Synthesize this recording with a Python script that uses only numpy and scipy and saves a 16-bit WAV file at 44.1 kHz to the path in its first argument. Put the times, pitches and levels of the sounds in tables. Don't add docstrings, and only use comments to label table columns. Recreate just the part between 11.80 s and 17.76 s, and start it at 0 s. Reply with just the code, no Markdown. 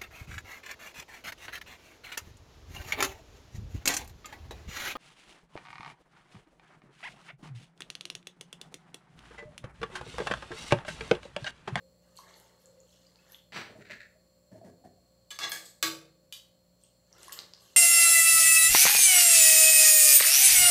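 import sys
import numpy as np
from scipy import signal
from scipy.fft import rfft, irfft
from scipy.io import wavfile

SR = 44100
rng = np.random.default_rng(int(sys.argv[2]) if len(sys.argv) > 2 else 0)


def digitize_waveform(pressure):
    field = np.atleast_2d(pressure).T
    bounded = np.clip(field, -1, 1)
    quanta = np.round(bounded * 32767).astype(np.int16)
    wavfile.write(sys.argv[1], SR, quanta)


N = 262920
TIME = np.arange(N) / SR


# start_s, level_db [peak, dB], pitch_hz, fade_cycles [at least 1 is used]
DRIPS = [(0.3682, -42, 7860, 2.9), (0.373, -42.5, 4260, 7.8), (0.3892, -42, 1026, 3.4),
         (0.467, -58, 1750, 8.2), (0.541, -46, 4230, 5.5), (0.6, -39.5, 10800, 0.97),
         (0.858, -43.5, 7140, 3.3), (1.003, -49.5, 6770, 5.8), (1.267, -52.5, 4600, 9.2),
         (1.358, -47.5, 4400, 2.6), (1.388, -62.5, 2540, 19), (1.498, -56.5, 1756, 9.2),
         (1.521, -42.5, 11470, 9.6), (1.546, -37.5, 3280, 3.5), (5.037, -45.5, 8120, 8.1),
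         (5.3278, -43, 5530, 4.9), (5.348, -63, 1330, 32), (5.432, -33.5, 7940, 0.9),
         (5.481, -43, 1044, 4.8), (5.482, -39, 9900, 5), (5.495, -41.5, 1790, 2.9),
         (5.5239, -31, 7400, 3.7), (5.529, -26, 12240, 3.3), (5.5565, -43, 7500, 4.7),
         (5.5901, -23.5, 4250, 1.32), (5.7365, -32, 4690, 2.2)]


def milk(snap_db=-16):
    gurgle, patter, spray = stream()
    slosh = froth(330, 900, per_s=900, cycles=4.8, spread_db=2)
    large = froth(850, 2100, per_s=500, cycles=6, spread_db=3)
    blips = froth(1100, 2300, per_s=60, cycles=14, spread_db=2.5)
    small = froth(2600, 8300, per_s=1100, cycles=6, spread_db=3.5)
    tiny = froth(10500, 12200, per_s=600, cycles=3.8, spread_db=1.5)

    out = gurgle * (gain_of(-7) * slosh + gain_of(-5) * large + gain_of(-8.5) * blips)
    out += gain_of(-4.5) * patter * small
    out += gain_of(-0.5) * spray * tiny
    for start_s, level_db, pitch_hz, fade_cycles in DRIPS:
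        add(out, start_s, gain_of(level_db) * bubble(pitch_hz, max(fade_cycles, 1)))
        film_snap = bubble(6600, 1 / 2)
        add(out, start_s, gain_of(level_db + snap_db) * film_snap)
    return out


# time_s, flow_db [relative]
POURS = [
    [(0.22, -20), (0.36, -17), (0.48, -4), (0.6, -8.5), (0.76, -17.5), (1.0, -21.5), (1.3, -20),
     (1.55, -9.5), (1.63, -56)],
    [(4.85, -38), (5.0, -34.5), (5.25, -28.5), (5.36, -6.5), (5.49, -5), (5.58, -2), (5.7, -15.5),
     (5.82, -11.5), (5.96, -17.5)],
]
# [dB, before the bubble mix]
SPLASHES = [(0.355, 0.032, 0.032, -54.5, -65.5), (0.56, 0.018, 0.013, -62, -66),
            (0.8, 0.012, 0.04, -71, -71.5), (1.07, 0.021, 0.13, -61.5, -80),
            (1.49, 0.034, 0.038, -61.5, -68), (5.005, 0.04, 0.032, -63.5, -82),
            (5.38, 0.095, 0.02, -53, -64), (5.52, 0.0035, 0.018, -39, -55),
            (5.586, 0.0052, 0.011, -43.5, -68), (5.8, 0.006, 0.16, -58.5, -70)]


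def stream(gurgle_db=-55.5, gurgle_power=1.153, patter_db=-57, patter_power=0.93, spray_db=-76.5, spray_power=0.68):
    flow = sum(level(*np.transpose(pour)) for pour in POURS)
    splash_patter, splash_spray = surges(SPLASHES, start_db=-7)
    gurgle = gain_of(gurgle_db) * flow ** gurgle_power
    patter = np.hypot(gain_of(patter_db) * flow ** patter_power, splash_patter)
    spray = np.hypot(gain_of(spray_db) * flow ** spray_power, splash_spray)
    return gurgle, patter, spray


def bubble(hz, cycles, glide=0.018):
    seconds = np.arange(int(6 * cycles / hz * SR) + 8) / SR
    age = seconds * hz / cycles
    envelope = np.exp(-age) * (1 - np.exp(-6 * age))
    note = envelope * np.sin(2 * np.pi * cycles * age * (1 + glide * age))
    return note / abs(note).max()


def froth(low_hz, high_hz, per_s, cycles, spread_db, count=20):
    pitches = np.geomspace(low_hz, high_hz, count) * rng.uniform(.97, 1.03, count)
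    crowd = np.zeros(N)
    for hz in pitches:
        starts = grit(per_s / count, spread_db)
        crowd += evened(signal.oaconvolve(starts, bubble(hz, cycles))[:N])
    return evened(crowd)


# start_s, clack_db, bright_db [dB per octave], lowest_hz [of the crack],
# pan_ring_db, spoon_ring_db, favoured_hz [pitch the point of contact favours]; levels before the mix
BLOWS = [(3.5054, -39, 1, 584, -67, -44, 7450), (3.589, -25.5, -2, 510, -50.5, -64, 3406),
         (3.695, -26, 31, 2000, -68, -75, 13460), (3.7186, -21, -0.5, 227, -49, -61.5, 1638),
         (4.027, -12.5, 0.5, 145, -27.5, -38.5, 4876), (4.5247, -29.5, 1, 1020, -73.5, -45.5, 3844)]
# pitch_hz, level_db [relative]
CLACK_SPECTRUM = [(100, 0), (300, -6), (600, -3), (1100, -1), (2100, 1), (2500, 1.5), (4400, 3.5),
                  (5500, 4.5), (8000, -0.5), (9200, -3), (14000, -6), (16000, -26.5)]
PAN_HZ = [150, 324.7, 895, 1138, 1302, 1638, 1928, 2207, 2720, 3406, 4157, 4876, 6368, 7892, 9860, 13460]
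# level_db [relative], t60_s
PAN_MODES = [(-19, 0.95), (-0.5, 0.48), (-22, 0.4), (-2.5, 0.27), (-28, 0.25), (-2, 0.18), (-5.5, 0.17),
             (-2.5, 0.26), (-11, .26), (-3, 0.19), (1, 0.28), (-10, 0.33), (-5, 0.16), (-6, 0.2),
             (-16, .22), (-7, 0.25)]
SPOON_HZ = [2401, 3004, 3510, 3844, 4538, 5986, 6756, 7450, 12110]
# level_db [relative], t60_s
SPOON_MODES = [(-5, 0.16), (3, 0.13), (1.5, 0.18), (-10, 0.39), (-6.5, 0.5), (-21.5, .22), (-24.5, .25),
               (-3, 0.088), (-15, 0.21)]


def clacks(contact_s=0.0019, rattle_db=-13, rattle_s=0.027):
    out, t = np.zeros(N), TIME[:SR // 4]
    for start_s, clack_db, bright_db, lowest_hz, pan_db, spoon_db, favoured_hz in BLOWS:
        envelope = np.exp(-t / contact_s) + gain_of(rattle_db) * np.exp(-t / rattle_s)
        burst = rng.standard_normal(len(t)) * envelope
        no_bass = signal.lfilter(*signal.butter(3, lowest_hz, "high", fs=SR), burst / 2)
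        crack = colour(no_bass, CLACK_SPECTRUM, bright_db)
        metal = gain_of(pan_db) * ring(PAN_HZ, PAN_MODES, bloom_cycles=0.41, favoured_hz=favoured_hz)
        metal += gain_of(spoon_db) * ring(SPOON_HZ, SPOON_MODES, bloom_cycles=0.27, favoured_hz=favoured_hz)
        damped = pressed(crack, metal, damping_s=0.0025)
        add(out, start_s, gain_of(clack_db) * (gain_of(-2) * crack + gain_of(-7) * damped))
    return out


def ringing():
    out = np.zeros(N)
    for start_s, *_, pan_db, spoon_db, favoured_hz in BLOWS:
        pan = ring(PAN_HZ, PAN_MODES, bloom_cycles=9.1, favoured_hz=favoured_hz)
        spoon = ring(SPOON_HZ, SPOON_MODES, bloom_cycles=1.7, favoured_hz=favoured_hz)
        add(out, start_s, gain_of(pan_db) * pan)
        add(out, start_s, gain_of(spoon_db) * spoon)
    return gain_of(-3) * out


# [dB, before the mix]
STROKES = [(3.508, 0.0063, 0.0064, -40, -42.5), (3.605, 0.038, 0.011, -30.5, -42.5),
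           (3.725, 0.013, 0.08, -61, -46), (3.848, 0.013, 0.012, -75, -47.5)]
# pitch_hz, level_db [relative]
SCRAPE_SPECTRUM = [(100, -15), (400, -13), (800, -5), (1500, -6.5), (2600, -5), (4200, -7.5), (6300, -6),
                   (7000, -16), (9000, -27), (15000, -42.5)]
# pitch_hz, level_db [relative]
HISS_SPECTRUM = [(1500, -34), (4400, 17.5), (5500, 5.5), (8200, 17.5), (9500, -6.5), (12000, 8),
                 (16000, -8)]


def scrape():
    bite, graze = surges(STROKES, start_db=-9.5)
    slips = colour(bite * grit(per_s=2700, spread_db=4), SCRAPE_SPECTRUM)
    metal = ring(PAN_HZ[3:], PAN_MODES[3:], bloom_cycles=2, favoured_hz=3406, favour_db=5)
    sung = pressed(slips, metal, damping_s=0.012)
    hiss = colour(graze * grit(per_s=8000, spread_db=2), HISS_SPECTRUM)
    return gain_of(-7) * slips + gain_of(-8) * sung + gain_of(-4.5) * hiss


def ring(pitches, modes, bloom_cycles, favoured_hz=0, favour_db=7, split=0.018, twin_db=-8):
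    t, out = TIME[:SR * 3 // 4], 0
    for hz, (level_db, t60_s) in zip(pitches, modes):
        lift_db = favour_db * np.exp(-abs(favoured_hz / hz - 1) * 20)
        fade = gain_of(-60 * t / t60_s)
        bloom = 1 - np.exp(-t * hz / bloom_cycles)
        twin_tone = np.sin(2 * np.pi * (hz * (1 + split) * t + rng.random()))
        twin = gain_of(twin_db) * (hz > 1000) * np.sqrt(fade) * twin_tone
        tone = np.sin(2 * np.pi * (hz * t + rng.random()))
        out = out + gain_of(level_db + lift_db) * fade * bloom * (tone + twin)
    return out


def pressed(x, metal, damping_s):
    short = metal * np.exp(-TIME[:len(metal)] / damping_s)
    return signal.oaconvolve(x, short / np.linalg.norm(short))[:len(x)]


# [dB, before the mix]
SKIDS = [(1.722, 0.05, 0.049, -37, -49), (1.995, 0.027, 0.01, -69, -54), (2.049, 0.0027, 0.048, -62, -51),
         (2.097, 0.021, 0.02, -51, -37.5), (2.16, 0.008, 0.01, -66, -60), (2.2, 0.005, 0.033, -85, -48)]
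# pitch_hz, level_db [relative]
RASP_SPECTRUM = [(60, -9), (130, -2), (500, -5.5), (1200, -3), (1700, -1.5), (2400, -1), (3400, -7),
                 (4600, -5.5), (5400, -17), (5800, -10), (6500, -23), (8100, -19), (8800, -30),
                 (15000, -33.5)]
# pitch_hz, level_db [relative]
CHATTER_SPECTRUM = [(700, -21), (1100, -29), (1350, -0.5), (1550, -2), (1750, 2.5), (2100, 2.5),
                    (2650, -0.5), (3200, -15), (4100, -4), (5200, -18.5), (7900, -19.5), (9000, -34)]


def slide(squeak_hz=1780, squeak_width_hz=200):
    shove, judder = surges(SKIDS, start_db=-11)
    rasp = colour(shove * grit(per_s=3900, spread_db=3), RASP_SPECTRUM)
    skids = colour(judder * grit(per_s=650, spread_db=1), CHATTER_SPECTRUM)
    squeak = signal.lfilter(*signal.iirpeak(squeak_hz, squeak_hz / squeak_width_hz, SR), skids)
    return gain_of(-1) * rasp + gain_of(-4.5) * (skids + squeak)


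# start_s, length_s, thud_db, knock_db [dB, before the mix], knock_hz
BUMPS = [(1.893, 0.04, -52.5, -46, 612), (1.952, 0.081, -53, -47.5, 634), (2.1, 0.038, -52, -40.5, 593),
         (2.355, 0.036, -88, -51.5, 615), (2.713, 0.04, -53, -52, 587), (2.749, 0.047, -54, -43, 631),
         (2.814, 0.031, -71, -39, 675), (2.835, 0.075, -50.5, -47, 609), (3.039, 0.041, -52.5, -47.5, 752),
         (3.055, 0.022, -79, -38.5, 703)]
# pitch_hz, level_db [relative]
THUD_SPECTRUM = [(50, -22), (100, -3.5), (170, 0.5), (330, -4.5), (600, -7), (900, -18), (1300, -30),
                 (1750, -20.5), (2500, -34.5), (8000, -34.5), (15000, -46)]


def bumps(ring_share=0.31):
    out, slips, t = np.zeros(N), grit(per_s=2500, spread_db=0.5), TIME[:SR // 4]
    for start_s, length_s, thud_db, knock_db, knock_hz in BUMPS:
        push = np.zeros(len(t))
        span = min(int(length_s * SR), len(t))
        push[:span] = evened(slips[int(start_s * SR):][:span] * signal.windows.tukey(span, .3))
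        envelope = np.exp(-t / (ring_share * length_s)) * (1 - np.exp(-t * knock_hz))
        knock = envelope * np.sin(2 * np.pi * knock_hz * t)
        add(out, start_s, gain_of(thud_db) * colour(push, THUD_SPECTRUM))
        add(out, start_s, gain_of(knock_db) * knock)
    return gain_of(-3) * out


# [per Hz, relative]
AIR_SPECTRUM = [(25, -27.5), (45, -4), (60, -8.5), (85, 1), (130, -1), (250, -4.5), (430, -8.5),
                (600, -4.5), (800, -14), (1500, -21), (2500, -23), (6000, -22), (9000, -27), (15500, -23)]
HUM_HZ = [59.2, 118.4, 177.2, 528.6, 588.3, 1116]
# [rms, dB]
HUM_DB = [-77, -79.5, -73.5, -74.5, -79.5, -91]
# start_s, swell_s, fade_s [time constant], level_db [before the mix]
HUM_SWELLS = [(0, 0.014, 0.15, -65), (0.78, 0.13, 0.22, -61)]
WHINE_HZ = [4232, 7058, 7208, 7359, 7515, 10637]
# [rms before the slow drift, dB]
WHINE_DB = [-73.5, -91.5, -78, -82.5, -87, -85.5]
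# pitch_hz, level_db [relative]
WHINE_HISS = [(3900, -40), (4130, -19.5), (4230, -9.5), (4340, -8), (4600, -13), (4850, -22.5), (6700, -42),
              (7250, -15.5), (7900, -16), (8300, -43)]
# time_s, gain_db
WHINE_DRIFT = [(0, -6.5), (3.6, -5.5), (4.7, -8), (6, -2.5)]


def background():
    air = gain_of(-71) * colour(rng.standard_normal(N + SR), AIR_SPECTRUM)[SR:]
    note = gain_of(-4) * lines([532], [0]) + gain_of(-4) * narrow(510, 110)
    hum = lines(HUM_HZ, HUM_DB) + surges(HUM_SWELLS, start_db=-8)[0] * note
    whine = lines(WHINE_HZ, WHINE_DB)
    whine += gain_of(-72.5) * colour(rng.standard_normal(N), WHINE_HISS)
    drift = gain_of(np.interp(TIME, *np.transpose(WHINE_DRIFT)))
    return air + hum + whine * drift


def lines(pitches, levels_db, waver=0.28):
    out = np.zeros(N)
    for hz, level_db in zip(pitches, levels_db):
        tone = np.sqrt(2) * np.sin(2 * np.pi * (hz * TIME + rng.random()))
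        out += gain_of(level_db) * (tone + waver * narrow(hz, 7.4))
    return out


def narrow(hz, width_hz):
    f = np.fft.rfftfreq(N, 1 / SR)
    band = 1 / (1 + (2 * (f - hz) / width_hz) ** 2)
    return evened(irfft(rfft(rng.standard_normal(N)) * band, N))


# pitch_hz, t60_s
ROOM_DECAY = [(100, 0.67), (400, 0.75), (1000, 0.43), (3000, 0.37), (7000, 0.34), (15000, 0.31)]


def kitchen(x, first_s=0.0038):
    taps = rng.standard_normal(SR) * (rng.random(SR) < 4000 / SR) * (TIME[:SR] > first_s)
    hz, t, bands = signal.stft(taps, SR, nperseg=256)
    decay = gain_of(-60 * t / read(ROOM_DECAY, hz)[:, None])
    tail = signal.istft(bands * decay, SR, nperseg=256)[1]
    return signal.oaconvolve(x, tail / np.linalg.norm(tail))[:N]


def gain_of(db):
    return 10 ** (np.asarray(db) / 20)


def evened(x):
    return x / np.sqrt(np.mean(x ** 2) + 1e-20)


def read(points, hz):
    f, value = np.transpose(points)
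    return np.interp(np.log(hz + 1), np.log(f + 1), value)


def level(s, db):
    return gain_of(np.interp(TIME, s, db)) * (TIME >= s[0]) * (TIME <= s[-1])


def surge(start_s, swell_s, fade_s, start_db):
    age, swell_s = TIME - start_s, max(swell_s, 1e-3)
    swell = gain_of(start_db * np.clip(1 - age / swell_s, 0, 1))
    fade = np.exp(-np.maximum(age - swell_s, 0) / fade_s)
    return (age >= 0) * swell * fade


def surges(rows, start_db):
    return sum(np.outer(gain_of(levels_db), surge(start_s, swell_s, fade_s, start_db))
               for start_s, swell_s, fade_s, *levels_db in rows)


def add(mix, start_s, sound):
    part = mix[max(round(start_s * SR), 0):][:len(sound)]
    part += sound[:len(part)]


def colour(x, points, tilt_db=0, size=4096):
    hz = abs(np.fft.fftfreq(size, 1 / SR))
    tilt = tilt_db * np.log2(np.maximum(hz, 500) / 4000)
    log_gain = np.log(gain_of(read(points, hz) + tilt))
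    taps = np.fft.ifft(np.exp(np.conj(signal.hilbert(log_gain)))).real[:size // 2]
    return signal.oaconvolve(x, taps / np.linalg.norm(taps))[:len(x)]


def grit(per_s, spread_db):
    size = gain_of(spread_db * np.minimum(rng.exponential(1, N), 3))
    hits = rng.choice([-1, 1], N) * (rng.random(N) < per_s / SR)
    return evened(size * hits)


def scene():
    pour = milk()
    spoon = clacks() + scrape()
    rings = ringing()
    counter = slide() + bumps()
    to_walls = gain_of(-2.5) * pour + spoon + gain_of(-20.5) * rings + gain_of(-7) * counter
    return (pour + spoon + rings + counter + kitchen(to_walls) + background())[None]


def record(dry):
    thin = signal.sosfilt(signal.butter(3, 45, "high", fs=SR, output="sos"), dry)
    band_limit = signal.firwin(511, 15750, window=("kaiser", 9), fs=SR)
    return signal.oaconvolve(thin, band_limit[None], "same")


dry = scene()
out = record(dry)
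digitize_waveform(out)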